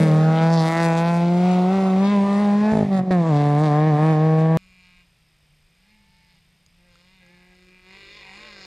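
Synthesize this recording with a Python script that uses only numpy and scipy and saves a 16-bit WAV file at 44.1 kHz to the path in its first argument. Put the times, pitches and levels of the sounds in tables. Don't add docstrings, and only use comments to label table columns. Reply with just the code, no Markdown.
import sys
import numpy as np
from scipy import signal
from scipy.fft import rfft, irfft
from scipy.io import wavfile
from scipy.ndimage import uniform_filter1d

SR = 44100
rng = np.random.default_rng(int(sys.argv[2]) if len(sys.argv) > 2 else 0)


def volts(x):
    e = np.asarray(x, float) / 20
    return 10 ** e


def unload_audio(sound):
    columns = np.transpose(np.atleast_2d(sound))
    steps = np.round(np.clip(columns, -1, 1) * 32767)
    wavfile.write(sys.argv[1], SR, steps.astype(np.int16))


N = 381888
T = np.arange(N) / SR
HZ = np.arange(4097) * SR / 8192 + 1e-3
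CUT_S = 4.5726


def level(x, db):
    return x * volts(db) / np.sqrt(np.mean(x ** 2))


def steady(x):
    return x / np.sqrt(uniform_filter1d(x ** 2, size=4096) + 1e-18)


def columns(table):
    s, *cols = np.transpose(table)
    return [np.interp(T, s, c) for c in cols]


def bumps(rows):
    return sum(size * np.interp(T, [s - rise, s, s + fall], [0, 1, 0]) for s, size, rise, fall in rows)


def gain(points):
    hz, db = np.transpose(points)
    return volts(np.interp(np.log(HZ), np.log(hz), db))


def resonances(modes):
    power = sum(volts(2 * db) / (1 + (2 * (HZ - hz) / width) ** 2) ** 2 for hz, width, db in modes)
    return np.sqrt(power)


def edges(lo_hz, hi_hz):
    return 1 / (1 + (lo_hz / HZ) ** 16) - 1 / (1 + (hi_hz / HZ) ** 16)


def part(x, mag):
    return signal.oaconvolve(x, np.fft.fftshift(irfft(mag)), "same")


def colour(x, mag):
    cepstrum = irfft(np.log(mag + 1e-7))
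    cepstrum[1:4096] *= 2
    cepstrum[4097:] = 0
    return signal.oaconvolve(x, irfft(np.exp(rfft(cepstrum)))[:4096])[:N]


def walk(rate):
    k = int(SR / rate)
    held = np.repeat(rng.standard_normal(N // k + 1), k)
    return 1.3 * uniform_filter1d(uniform_filter1d(held, k), k)[:N]


def delayed(x, lag_s):
    return np.interp(np.arange(N) - np.maximum(lag_s, 0) * SR, np.arange(N), x)


def patchy(x, lo_hz, hi_hz, patchy_db, rate, tilt_db=0):
    cuts = np.geomspace(lo_hz, hi_hz, num=6)
    out = 0
    for a, b in zip(cuts, cuts[1:]):
        swell_db = patchy_db * walk(rate) + tilt_db * np.log2(a / cuts[2])
        out = out + volts(swell_db) * part(x, edges(a, b))
    return out


def focus(x, swells):
    hz, s, z = signal.stft(x, SR, nperseg=1024, noverlap=768)
    db = 0
    for at_s, centre_hz, peak_db, spread_s, spread_oct in swells:
        in_time = ((s - at_s) / spread_s) ** 2
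        in_pitch = (np.log2((hz[:, None] + 1) / centre_hz) / spread_oct) ** 2
        db = db + peak_db * np.exp(-.5 * in_time - .5 * in_pitch)
    return signal.istft(z * volts(db), SR, nperseg=1024, noverlap=768)[1][:N]


CYLINDER_OFFSETS = np.array([(-.15, .8, -.3, -.95), (.5, -.3, .4, -.6)])


def firings(hz, depths, scatter_db, slip_s):
    pop_s = 2.7907
    turns = np.cumsum(hz) / SR
    turns = turns + (1 - turns[int(pop_s * SR)]) % 4
    miss = (.9 - turns[int(CUT_S * SR)]) % 1 - .5
    turns = turns + np.interp(T, [pop_s, CUT_S], [0, miss])
    count = np.arange(int(turns[0]) + 1, int(turns[-1]))
    at = np.interp(count, turns, np.arange(N))
    chance = rng.standard_normal((2000, 2))[:len(count)]
    offsets = np.array(CYLINDER_OFFSETS)
    size = 1 + sum(d[at.astype(int)] * p[count % 4] for d, p in zip(depths, offsets))
    size = size * volts(scatter_db * chance[:, 1])
    at = at + slip_s * SR * chance[:, 0]
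    taps = at.astype(int)[:, None] + np.arange(-7, 9)
    off = taps - at[:, None]
    pulses = np.zeros(N + 32)
    np.add.at(pulses, taps + 16, size[:, None] * np.sinc(off) * np.cos(np.pi * off / 16) ** 2)
    return pulses[16:N + 16], turns % 1


# (time [s], firing rate [Hz])
REVS = [(0, 156.1), (.1, 155), (.61, 160.7), (.94, 165.1), (1.19, 170.9), (1.65, 181.9), (1.93, 187.7),
        (2.24, 198.8), (2.55, 204.4), (2.72, 216.9), (2.93, 191.9), (3.104, 183.4), (3.108, 186.7),
        (3.336, 145.8), (3.54, 145.7), (3.96, 148), (4.16, 153.2), (4.57, 162.3)]
# (time [s], extra rate [Hz], run-up [s], bite [s])
SPINS = [(.02, 6, 0.023, 0.071), (.54, 6, .4, 0.079), (.81, 4, .18, 0.11), (1.1, 2, .12, 0.081),
         (1.47, 3.5, .2, .15), (1.75, 9.5, .1, .18), (2.12, 11, 0.16, .08), (2.41, 5, .05, 0.08),
         (2.8, 6, 0.09, .05), (3.0, -6, 0.025, 0.027), (3.28, 7.5, 0.034, .04), (3.642, 9.5, 0.083, 0.055),
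         (3.79, 4.5, .07, .09), (3.882, 9.5, .09, 0.048), (4.05, 7, .09, 0.079), (4.11, 5.5, .06, 0.041),
         (4.25, 2.5, 0.066, .12)]
# (time [s], suddenness [ratio], closing [s], reopening [s])
LIFTS = [
    (2.885, 1.9, 0.058, 0.0337),
    (3.1, 8, 0.093, 0.0075),
]
# (time [s], depth [0-1])
MISFIRE = [
    (2.715, 0),
    (2.73, .8),
    (2.83, .95),
    (2.885, .9),
    (2.9, .25),
    (2.97, .2),
    (3.01, .65),
    (3.1, 0),
]
# (time [s], level [dB], bark brightness [dB per octave])
AIM = [(0, 5.5, -3), (.06, 4.5, -0.5), (.27, -1, 6), (.43, 6, 6.5), (.56, 1, 6), (.78, 10, 3),
       (1.15, 7.5, 11.5), (1.31, 0.5, -2), (1.93, -1, -1), (2.1, 0.5, 5.5), (2.55, 0, 6.5), (2.7, 5, 3),
       (2.8, -4.5, 1.5), (3.11, 8, 0.5), (3.25, -5, 3), (3.38, 0.5, 1), (4.08, -0.5, 3), (4.57, 0.5, 6.5)]
# (time [s], level [dB], fall [s], recovery [s])
NULLS = [(.07, -2.5, 0.081, 0.046), (.38, -3.5, .08, 0.063), (.73, -8, 0.13, 0.13), (.95, -4, 0.28, 0.53),
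         (1.8, -3, 0.31, 0.21), (2.12, -1, 0.077, 0.045), (2.28, -3.5, 0.065, 0.086),
         (2.4, -1.5, 0.11, .12), (2.8, -2, 0.28, 0.17), (2.99, -3, 0.049, 0.049),
         (3.055, -8.5, 0.026, 0.026), (3.246, -6, 0.033, 0.067), (3.4, -2, 0.036, 0.35),
         (3.71, -2, 0.13, 0.2), (3.98, -4.5, 0.031, 0.038), (4.16, -1.5, 0.043, .08)]
# (time [s], level [dB], rise [s], fall [s])
FLARES = [(.68, 4, .02, 0.018), (.98, 6, 0.018, 0.05), (1.08, 1.5, .02, 0.023), (.58, 14, 0.08, 0.23),
          (.83, 8, 0.04, 0.064), (2.06, 8.5, 0.057, 0.062), (2.8, 5.5, 0.096, 0.068),
          (3.112, 3.5, 0.0038, .02), (3.36, 9, 0.064, 0.16), (2.35, 4.5, 0.11, 0.22),
          (2.975, 7.5, 0.092, 0.038), (3.19, -3, 0.094, 0.046), (3.642, 9, 0.087, 0.15)]
AIM_SHARES = (0.27, 1.39, 1)
# (bark [dB per Hz], rasp [dB per Hz], crack [dB per Hz])
SPIN_SHARES = (0.2131, 0.71, 0.48)
# (boom [dB], bark [dB], rasp [dB], crack [dB], brightness [dB per octave])
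LIFT_CHANGES = (-4.5, -13, -23.5, -39.5, -3.5)


def near_controls():
    spin = uniform_filter1d(bumps(SPINS), size=1000)
    lift = np.minimum(bumps(LIFTS), 1)
    hz = columns(REVS)[0] + spin
    aim_db, tilt_db = columns(AIM)
    bark, rasp, crack = (a * aim_db + b * spin for a, b in zip(AIM_SHARES, SPIN_SHARES))
    boom = -16.5 + np.interp(T, [0, .51], [2.5, 0]) + bumps(NULLS)
    bark = bark - 24.5 - 8 * np.log2(hz / 170)
    bark = bark + 4 * columns(MISFIRE)[0]
    bark = bark + np.interp(T, [0, .45], [-3.5, 0])
    rasp = rasp - 45
    crack = crack - 51.5 - T + bumps(FLARES)
    return [hz] + [x + d * lift for x, d in zip((boom, bark, rasp, crack, tilt_db), LIFT_CHANGES)]


# (frequency [Hz], level [dB])
PIPE = [(24, -33), (40, -6.5), (173, 13), (329, 2.5), (804, -6.5), (1780, -26), (2340, -36), (3470, -43),
        (15000, -69)]
# (frequency [Hz], width [Hz], level [dB])
SILENCER = [(725.4, 66, 4.5), (1240, 31, -15.5), (2154, 540, 8), (2574, 240, 10), (3680, 1000, 2.5),
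            (4630, 790, 0.5), (8900, 6800, -0.5)]


def exhaust_tone():
    return gain(PIPE) * (1 + resonances(SILENCER)) / np.sqrt(1 + (HZ / 11000) ** 4)


# (time [s], lag [ms])
BOUNCE = [(0, 1.72), (.5, 1.19), (.7, 1.03), (.9, 1.37), (1.9, 1.6), (2.15, 2.2), (2.6, 1.5), (3.3, 1.78),
          (4.57, 1.71)]


def near_car():
    hz, boom_db, bark_db, rasp_db, crack_db, tilt_db = near_controls()
    depths = columns(MISFIRE) + [np.full(N, .04)]
    even, phase = firings(hz, depths, scatter_db=0.52, slip_s=.00001)
    wild, _ = firings(hz, [d / 2 for d in depths], scatter_db=2.0, slip_s=.00003)
    tone = exhaust_tone()
    pipe = -colour(even, tone)
    lag_s = (columns(BOUNCE)[0] + 0.15 * walk(1.4)) / 1000
    pipe = pipe + 0.65 * delayed(part(pipe, edges(790, 30000)), lag_s)
    boom = steady(part(pipe, edges(74, 276.4)))
    thump = depths[0] * delayed(level(part(pipe, edges(61, 135)), -11), .002)
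    bark = steady(patchy(pipe, 265, 1300, .8, 7, tilt_db))
    bark = delayed(bark, .0006)
    gas = rng.standard_normal(N) * (.3 + np.exp(-phase / .2))
    rasp = colour(level(-even, 0) + level(gas, -20), tone)
    rasp = rasp + 0.41 * delayed(rasp, lag_s)
    rasp = steady(patchy(rasp, 1300, 3200, patchy_db=2.2, rate=7, tilt_db=2.5))
    shock = colour(level(-wild, 0) + level(gas, -9.5), tone)
    crack = steady(patchy(shock, 3200, 16000, 2.2, 22))
    exhaust = volts(boom_db) * (boom + thump) + volts(bark_db) * bark
    exhaust = exhaust + volts(rasp_db - 2 * depths[0]) * rasp + volts(crack_db) * crack
    return exhaust + tyres() + ground_rumble() + intake(hz) - backfire(tone)


# (frequency [Hz], level [dB])
GRAVEL = [(15, -82), (25, -61), (140, -28.5), (183, -20), (253, -19), (704, -8), (1670, -24.5), (3740, -40),
          (8850, -56), (15600, -72)]


def tyres():
    out = level(colour(rng.standard_normal(N), gain(GRAVEL)), -32) * volts(0.24 * walk(8.1))
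    out = out * volts(np.interp(T, [2.75, 2.88, 3.1, 3.2], [7.0, 5.0, -5.0, 5.0]))
    return part(out, 1 - .72 * edges(240, 850) - .72 * edges(850, 1800) - .4 * edges(1800, 3400))


def ground_rumble():
    return level(part(rng.standard_normal(N), edges(27, 180)), -58) * volts(np.interp(T, [0, .5], [9, 0]))


# (time [s], level [dB])
INTAKE = [
    (0, -26),
    (.25, -35),
    (.45, -40.5),
    (.6, -65),
    (1, -64),
]
# (multiple of firing rate [ratio], level [dB])
RUNNER_ORDERS = [(1.251, 5), (2.746, -2.5)]


def intake(hz):
    gulps, _ = firings(hz / 2, [], scatter_db=1.2, slip_s=.00003)
    airbox = [(230.6, 39, 0.5), (420, 43, -14.0), (534, 30, 9.0), (890, 88, -11.0)]  # (Hz, width Hz, dB)
    growl = part(gulps, resonances(airbox))
    turns = 2 * np.pi * np.cumsum(hz) / SR
    song = sum(volts(db) * np.sin(k * turns) for k, db in RUNNER_ORDERS)
    return volts(columns(INTAKE)[0]) * (steady(growl) + song)


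def backfire(tone):
    spark = 1. * (np.arange(N) == int(3.1086 * SR))
    bang = colour(spark, tone * (HZ / 600) ** 0.21)
    return volts(-12) * bang / np.abs(bang).max()


# (time [s], frequency [Hz], level [dB],
# spread [s], spread [octaves])
BAND_SWELLS = [
    (0.601, 4250, 1.5, 0.033, 0.1),
               (0.26, 1090, -16, 0.018, 0.13), (0.26, 1590, 10, 0.05, 0.12), (0.51, 1310, 3, 0.48, 0.12),
              (0.64, 1410, 8, 0.014, 0.13), (0.65, 945, -2.5, 0.35, 0.2), (0.74, 460, -8.5, 0.05, 0.22),
              (1.18, 1090, -4, 0.12, 0.73), (1.43, 1680, -9, 0.44, 0.068), (1.51, 1270, 5, 0.025, 0.083),
              (1.64, 397, 4, 0.042, 0.27), (1.68, 1070, 4, 0.16, 0.2), (1.89, 1260, 5, 0.027, 0.2),
              (2.05, 1650, 0, 0.021, 0.32), (2.1, 630, -9, 0.019, 0.6), (2.2, 1190, -17, 0.032, 0.11),
              (2.23, 1000, -1, 0.03, 0.1), (2.34, 1050, 8.5, 0.12, 0.12), (2.38, 1250, -3.5, 0.057, 0.057),
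              (2.39, 795, -3, 0.099, 0.23), (2.4, 1380, -6.5, 0.2, 0.079), (2.592, 730, -19.5, 0.023, 0.2),
              (2.71, 1660, 3.5, 0.017, 0.15), (2.859, 590, 3, 0.2, 0.23), (2.89, 1510, -10, 0.04, 0.16),
              (2.96, 780, -2.5, 0.14, 0.2), (2.98, 420, -18, 0.025, 0.19), (3.059, 1687, -1.5, 0.0518, 0.1),
              (3.087, 610, 6.5, 0.031, 0.6), (3.2, 1330, -6, 0.022, 0.3), (3.34, 360, 0, 0.35, 0.16),
              (3.76, 1010, 4, 0.05, 0.6), (3.86, 1330, -8, 0.042, 0.12), (4.03, 1180, 4, 0.054, 0.633),
              (4.4, 950, -8.5, 0.13, .07), (.92, 1144, 0.5, 0.33, .06), (3.75, 1750, 2, 0.28, .15),
              (4.32, 465, 5.5, 0.2, 0.076), (4.37, 1660, 3.5, 0.35, 0.12), (4.53, 1250, -13, 0.26, 0.11),
               (3.8, 13500, -5.5, .9, .2), (0.01, 10300, 6.5, 0.13, 0.55), (0.38, 3170, 7.5, 0.029, 0.24),
               (0.54, 5130, 6.5, 0.057, 0.19), (0.58, 9450, -11, 0.016, 0.46), (0.59, 2500, -4, 0.05, 0.13),
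               (0.69, 2170, 4, 0.055, 0.21), (0.71, 7250, 2.5, 0.061, 0.14), (0.78, 3400, -5.5, 0.2, 0.32),
               (0.96, 2090, -3.5, 0.031, 0.19), (1.06, 7130, -9, 0.024, 0.17),
               (1.139, 3360, -6, 0.025, 0.3), (1.16, 8980, 2.5, 0.015, 0.34),
               (1.51, 2650, 5.5, 0.055, 0.17), (1.53, 5660, 3.5, 0.088, 0.87),
               (1.6, 1930, -2.5, 0.076, 0.11), (2.07, 10680, -5.5, 0.03, 0.74), (2.12, 3420, 3, 0.062, 0.2),
               (2.34, 8400, 3, 0.11, 0.12), (2.35, 1890, 7.5, 0.074, 0.07), (2.87, 4206, -2.5, 0.17, 0.54),
               (2.91, 1800, 6.5, 0.28, 0.083), (2.98, 6200, -4, 0.056, 0.14), (3.04, 2700, -3, 0.12, 0.17),
               (3.1, 4570, 5.5, 0.022, 0.38), (3.28, 7230, 6.5, 0.03, 0.18), (3.419, 2540, 2, 0.022, 0.4),
               (3.48, 8480, 3, 0.019, 0.26), (3.6, 8500, 6, 0.0099, 0.25), (3.62, 2800, -8, 0.018, 0.47),
               (3.88, 10680, -2.5, 0.031, 0.6), (4.02, 8900, 4.5, 0.045, 0.15),
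               (4.06, 2540, -2.5, 0.35, 0.093), (4.09, 3000, 2, 0.05, 0.29), (4.24, 9510, -2, 0.05, 0.18),
               (4.4, 6400, 6.5, 0.017, 0.87), (4.53, 6040, -5.5, 0.2, 0.61)]


def near_bands(x):
    return focus(x, BAND_SWELLS)


# (frequency [Hz], side minus mid [dB])
SIDE = [(60, -37.5), (110, -32.5), (200, -30.5), (380, -58), (700, -39.5), (1290, -24), (2380, -12.5),
        (4400, -12), (8120, -4), (15000, -9.5)]
# (frequency [Hz], left minus right [dB])
LEAN = [(700, .3), (1290, 1.5), (2380, 1.3), (4400, 2.4), (8120, 4), (15000, .8)]


def roadside(mid):
    scatter = rng.standard_normal(512) * np.exp(-T[:512] / .002)
    scattered = signal.oaconvolve(mid, scatter / np.linalg.norm(scatter))[:N]
    side = part(scattered, gain(SIDE)) * volts(2) * walk(12)
    lean = (gain(LEAN) - 1) / (gain(LEAN) + 2) * edges(600, 30000)
    side = side + part(mid, lean) * np.interp(T, [1.5, 3.5], [1, .5])
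    return [mid + side, mid - side]


# (time [s], firing rate [Hz])
FAR_REVS = [(4.57, 186.7), (5, 178.3), (5.25, 159.8), (5.45, 148.5), (5.62, 149.6), (5.8, 181),
            (5.93, 215.3), (6.1, 193), (6.3, 182.2), (6.7, 167.7), (6.97, 172.3), (7.25, 176), (7.5, 181.3),
            (7.85, 184), (8.0, 197.3), (8.32, 189.7), (8.66, 188.7)]
# (time [s], extra rate [Hz], run-up [s], bite [s])
FAR_SPINS = [
    (6.85, 8, .15, .12),
    (7.15, 16, .18, .1),
    (8.17, 16, .1, 0.077),
    (8.4, 6.5, 0.089, .1),
    (8.46, 26, 0.13, .16),
]
# (time [s], level [dB])
FAR_LOAD = [(4.57, -58.5), (4.83, -54), (5.01, -56.5), (5.06, -72.5), (5.3, -91), (5.55, -90.5),
            (5.74, -75.5), (5.9, -63), (6.07, -72), (6.32, -63.5), (6.5, -80), (6.7, -85), (6.8, -61.5),
            (7.16, -59.5), (7.82, -59), (7.92, -49), (8.1, -47.5), (8.66, -44)]
# (time [s], bark under load [dB], firing tone [dB], brightness [dB per octave])
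FAR_TURN = [
    (4.57, -22.5, -58.5, 4),
    (5.1, -17, -65.5, -3),
    (5.9, -33, -63, 0),
    (6.7, -10, -64, -7),
    (7.2, -12, -63, -6),
    (7.3, -6, -58, -21),
    (7.7, -2, -60, -19),
    (7.95, -10, -55, -9),
    (8.66, -10.5, -57.5, -9.5),
]
# (time [s], level [dB], fall [s], recovery [s])
FAR_NULLS = [
    (5.15, -8.5, 0.16, 0.35),
    (5.74, -6, 0.19, 0.16),
    (6.32, -4, 0.28, 0.2),
    (6.68, -4, 0.16, .12),
    (7.82, -9.5, 0.061, 0.11),
    (8.07, -17, 0.16, 0.12),
    (8.22, -14, .12, 0.089),
    (8.435, -9, 0.026, 0.038),
]
# (frequency [Hz], width [Hz], level [dB])
FAR_PIPE = [(298, 210, -14), (350, 69, 1), (457, 45, -4.5), (525, 120, 1), (730, 82, 6.5), (907, 110, 10.5),
            (1055, 64, 17)]
# (frequency [Hz], width [Hz], level [dB])
FAR_RASP = [(1156, 490, -11.5), (1599, 160, -7), (2030, 260, .5), (2400, 340, 1), (2830, 260, -2),
            (3650, 440, -4), (4250, 400, -5), (4950, 750, -8), (6860, 1200, -19), (9730, 1200, -32.5)]
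# (centre frequency [Hz], width [Hz],
# level of the subtracted resonance [dB])
FAR_NOTCHES = [(3290, 130, 11), (5870, 170, 8)]
# (multiple of firing rate [ratio], level under the bark [dB])
INLET_ORDERS = [(.75, -14), (2.25, -7.5), (2.749, -11), (5.248, -17)]


def far_car():
    hz = columns(FAR_REVS)[0] + bumps(FAR_SPINS)
    rasp_db, = columns(FAR_LOAD)
    bark_db, boom_db, tilt_db = columns(FAR_TURN)
    bark_db = np.maximum(bark_db + rasp_db, -98)
    boom_db = boom_db + bumps(FAR_NULLS)
    nearing = np.interp(T, [7.8, 8.1], [.05, .35])
    even, phase = firings(hz, [nearing], scatter_db=1.5, slip_s=.00003)
    turns = 2 * np.pi * np.cumsum(hz) / SR
    shaft = volts(np.interp(T, [5.9, 6.1, 6.6, 6.75], [-48, -2.0, 0.5, -38.5])) * np.sin(0.85 * turns)
    boom = steady(volts(1.3 * walk(8.8)) * (np.sin(turns) + shaft))
    gas = rng.standard_normal(N) * (.6 + np.exp(-phase / .3))
    bark = colour(level(even, 0) + (.1 + nearing) * level(gas, 0), resonances(FAR_PIPE))
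    bark = steady(patchy(bark, 250, 1400, 4.0, 11, tilt_db))
    facing = np.sqrt(2) * np.interp(T, [7.85, 8.05], [0, 1])
    bark = bark + facing * sum(volts(db + 3.8 * walk(23)) * np.sin(k * turns) for k, db in INLET_ORDERS)
    rasp_tone = resonances(FAR_RASP) * np.abs(1 - resonances(FAR_NOTCHES))
    rasp = colour(level(even, 3) + (.55 + 1.4 * nearing) * level(gas, 0), rasp_tone)
    rasp = steady(patchy(rasp, 1100, 11000, patchy_db=2.5, rate=10))
    behind_rise = np.interp(T, [7.75, 7.9], [.7, 0])
    rasp = rasp - behind_rise * part(rasp, edges(4250, 30000))
    rumble = level(part(rng.standard_normal(N), edges(27, 100)), -22.0)
    return volts(boom_db) * boom + volts(bark_db) * bark + volts(rasp_db) * (rasp + rumble)


# (time [s], frequency [Hz], level [dB], spread [s],
# spread [octaves])
FAR_BAND_SWELLS = [(4.73, 1870, -13, 0.23, 0.14), (4.7, 3540, -9, 0.2, 0.06), (4.74, 1246, 0.5, 0.24, 0.088),
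                   (5.41, 3180, -6, 0.11, 0.68), (5.46, 633, -9.5, 0.31, 0.33), (6.15, 4750, 7.5, 0.22, 0.14),
                   (6.25, 1336, -9, 0.2, 0.2), (6.59, 628, -1, 0.098, 0.31), (6.83, 4740, -11, 0.05, 0.71),
                   (6.84, 1060, -11, 0.05, 0.12), (6.96, 530, 12, 0.14, 0.18), (7.15, 560, -8.0, 0.024, 0.22),
                   (7.24, 1607, 2, 0.35, 0.15), (7.28, 525, 10, 0.05, 0.2), (7.52, 3354, -5, 0.09, 0.22),
                   (7.591, 890, 0, 0.025, 0.21), (7.74, 2480, 7.5, 0.072, 0.093), (7.769, 940, 6, 0.042, 0.18),
                   (7.78, 420, -5.5, 0.023, 0.4), (7.911, 370, 5, 0.063, 0.16), (8.17, 3480, 8, 0.056, 0.064),
                   (8.38, 790, 6, 0.11, 0.2), (8.46, 1479, 5.5, 0.042, 0.2), (8.56, 3134, -6.0, 0.056, 0.3),
                   (8.632, 1060, -1, 0.1, 0.21)]


def far_bands(x):
    return focus(x, FAR_BAND_SWELLS)


# (frequency [Hz], level [dB])
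FIELD = [(12, -40), (20, 5.5), (47, 1.5), (103, -6.5), (157, -3.5), (259, -18), (1500, -22.5), (2410, -16),
         (6940, -30.5), (8670, -30.5), (9430, -33), (13500, -32.5), (15600, -60)]
# (frequency [Hz], width [Hz], level [dB])
HOUSING = [(2340, 1900, -13.5), (3650, 360, -4), (4980, 510, 6)]
# (time [s], level [dB], knock [dB])
TICKS = [
    (5.7528, -57, -15),
    (6.0601, -59, -15),
    (6.355, -55, -13),
    (6.6633, -41, -31),
    (6.9561, -49, -3),
    (7.2639, -48, -12),
    (7.5527, -52, -12),
]


def camera():
    hiss = level(colour(rng.standard_normal(N), gain(FIELD) * (1 + resonances(HOUSING))), -61.5)
    breeze = level(part(rng.standard_normal(N), edges(21, 60)) * volts(2.5 * walk(3)), -88.0)
    gate = np.clip(4 * np.cos(2 * np.pi * 50 * (T - .008)) - 1.6, 0, 1)
    out = hiss + breeze + level(gate * np.sin(2 * np.pi * 8550 * T), -80)
    t = T[:882]
    for s, db, knock_db in TICKS:
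        click = (np.sin(2 * np.pi * 4900 * t) + np.sin(2 * np.pi * 6600 * t)) / 2 * np.exp(-t / 0.0013)
        knock = volts(knock_db + 6.0) * np.sin(2 * np.pi * 1350 * t) * np.exp(-t / .002)
        start = int(s * SR)
        out[start:start + len(t)] += volts(db) * (click + knock)
    return out


# (time [s], mesh rate [Hz], level [dB])
WHINE = [
    [(5.74, 815, -86.5), (5.908, 859.5, -73), (6.102, 885.3, -72), (6.21, 885.7, -70.5),
     (6.332, 870.9, -74), (6.378, 807.5, -77), (6.4, 882.4, -90)],
    [(7.2, 819.5, -76), (7.274, 828.7, -75), (7.332, 880.2, -70), (7.392, 846.7, -73), (7.49, 837.6, -78),
     (7.55, 809.8, -71)],
]
# (multiple [ratio], level [dB])
WHINE_ORDERS = [(2.0, 11), (2.5, 14)]
OVERTONE_LEVELS = (-14.5, -8)


def gearbox():
    out = 0
    for table, over_db in zip(WHINE, OVERTONE_LEVELS):
        hz, db = columns(table)
        on = np.clip(np.minimum(T - table[0][0], table[-1][0] - T) / 0.01, 0, 1)
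        turns = 2 * np.pi * np.cumsum(hz) / SR
        overtones = sum(volts(over_db + d + 1.9 * walk(10)) * np.sin(k * turns) for k, d in WHINE_ORDERS)
        out = out + on * np.sqrt(2) * volts(db) * (np.sin(turns) + overtones)
    return out


def scene():
    near = roadside(near_bands(near_car()))
    far = far_bands(far_car() + gearbox()) + camera()
    return np.where(T < CUT_S, near, far)


def top_cut(x):
    return signal.sosfilt(signal.butter(12, 15720, fs=SR, output="sos"), x)


def record(dry):
    return top_cut(dry)


dry = scene()
out = record(dry)
unload_audio(out)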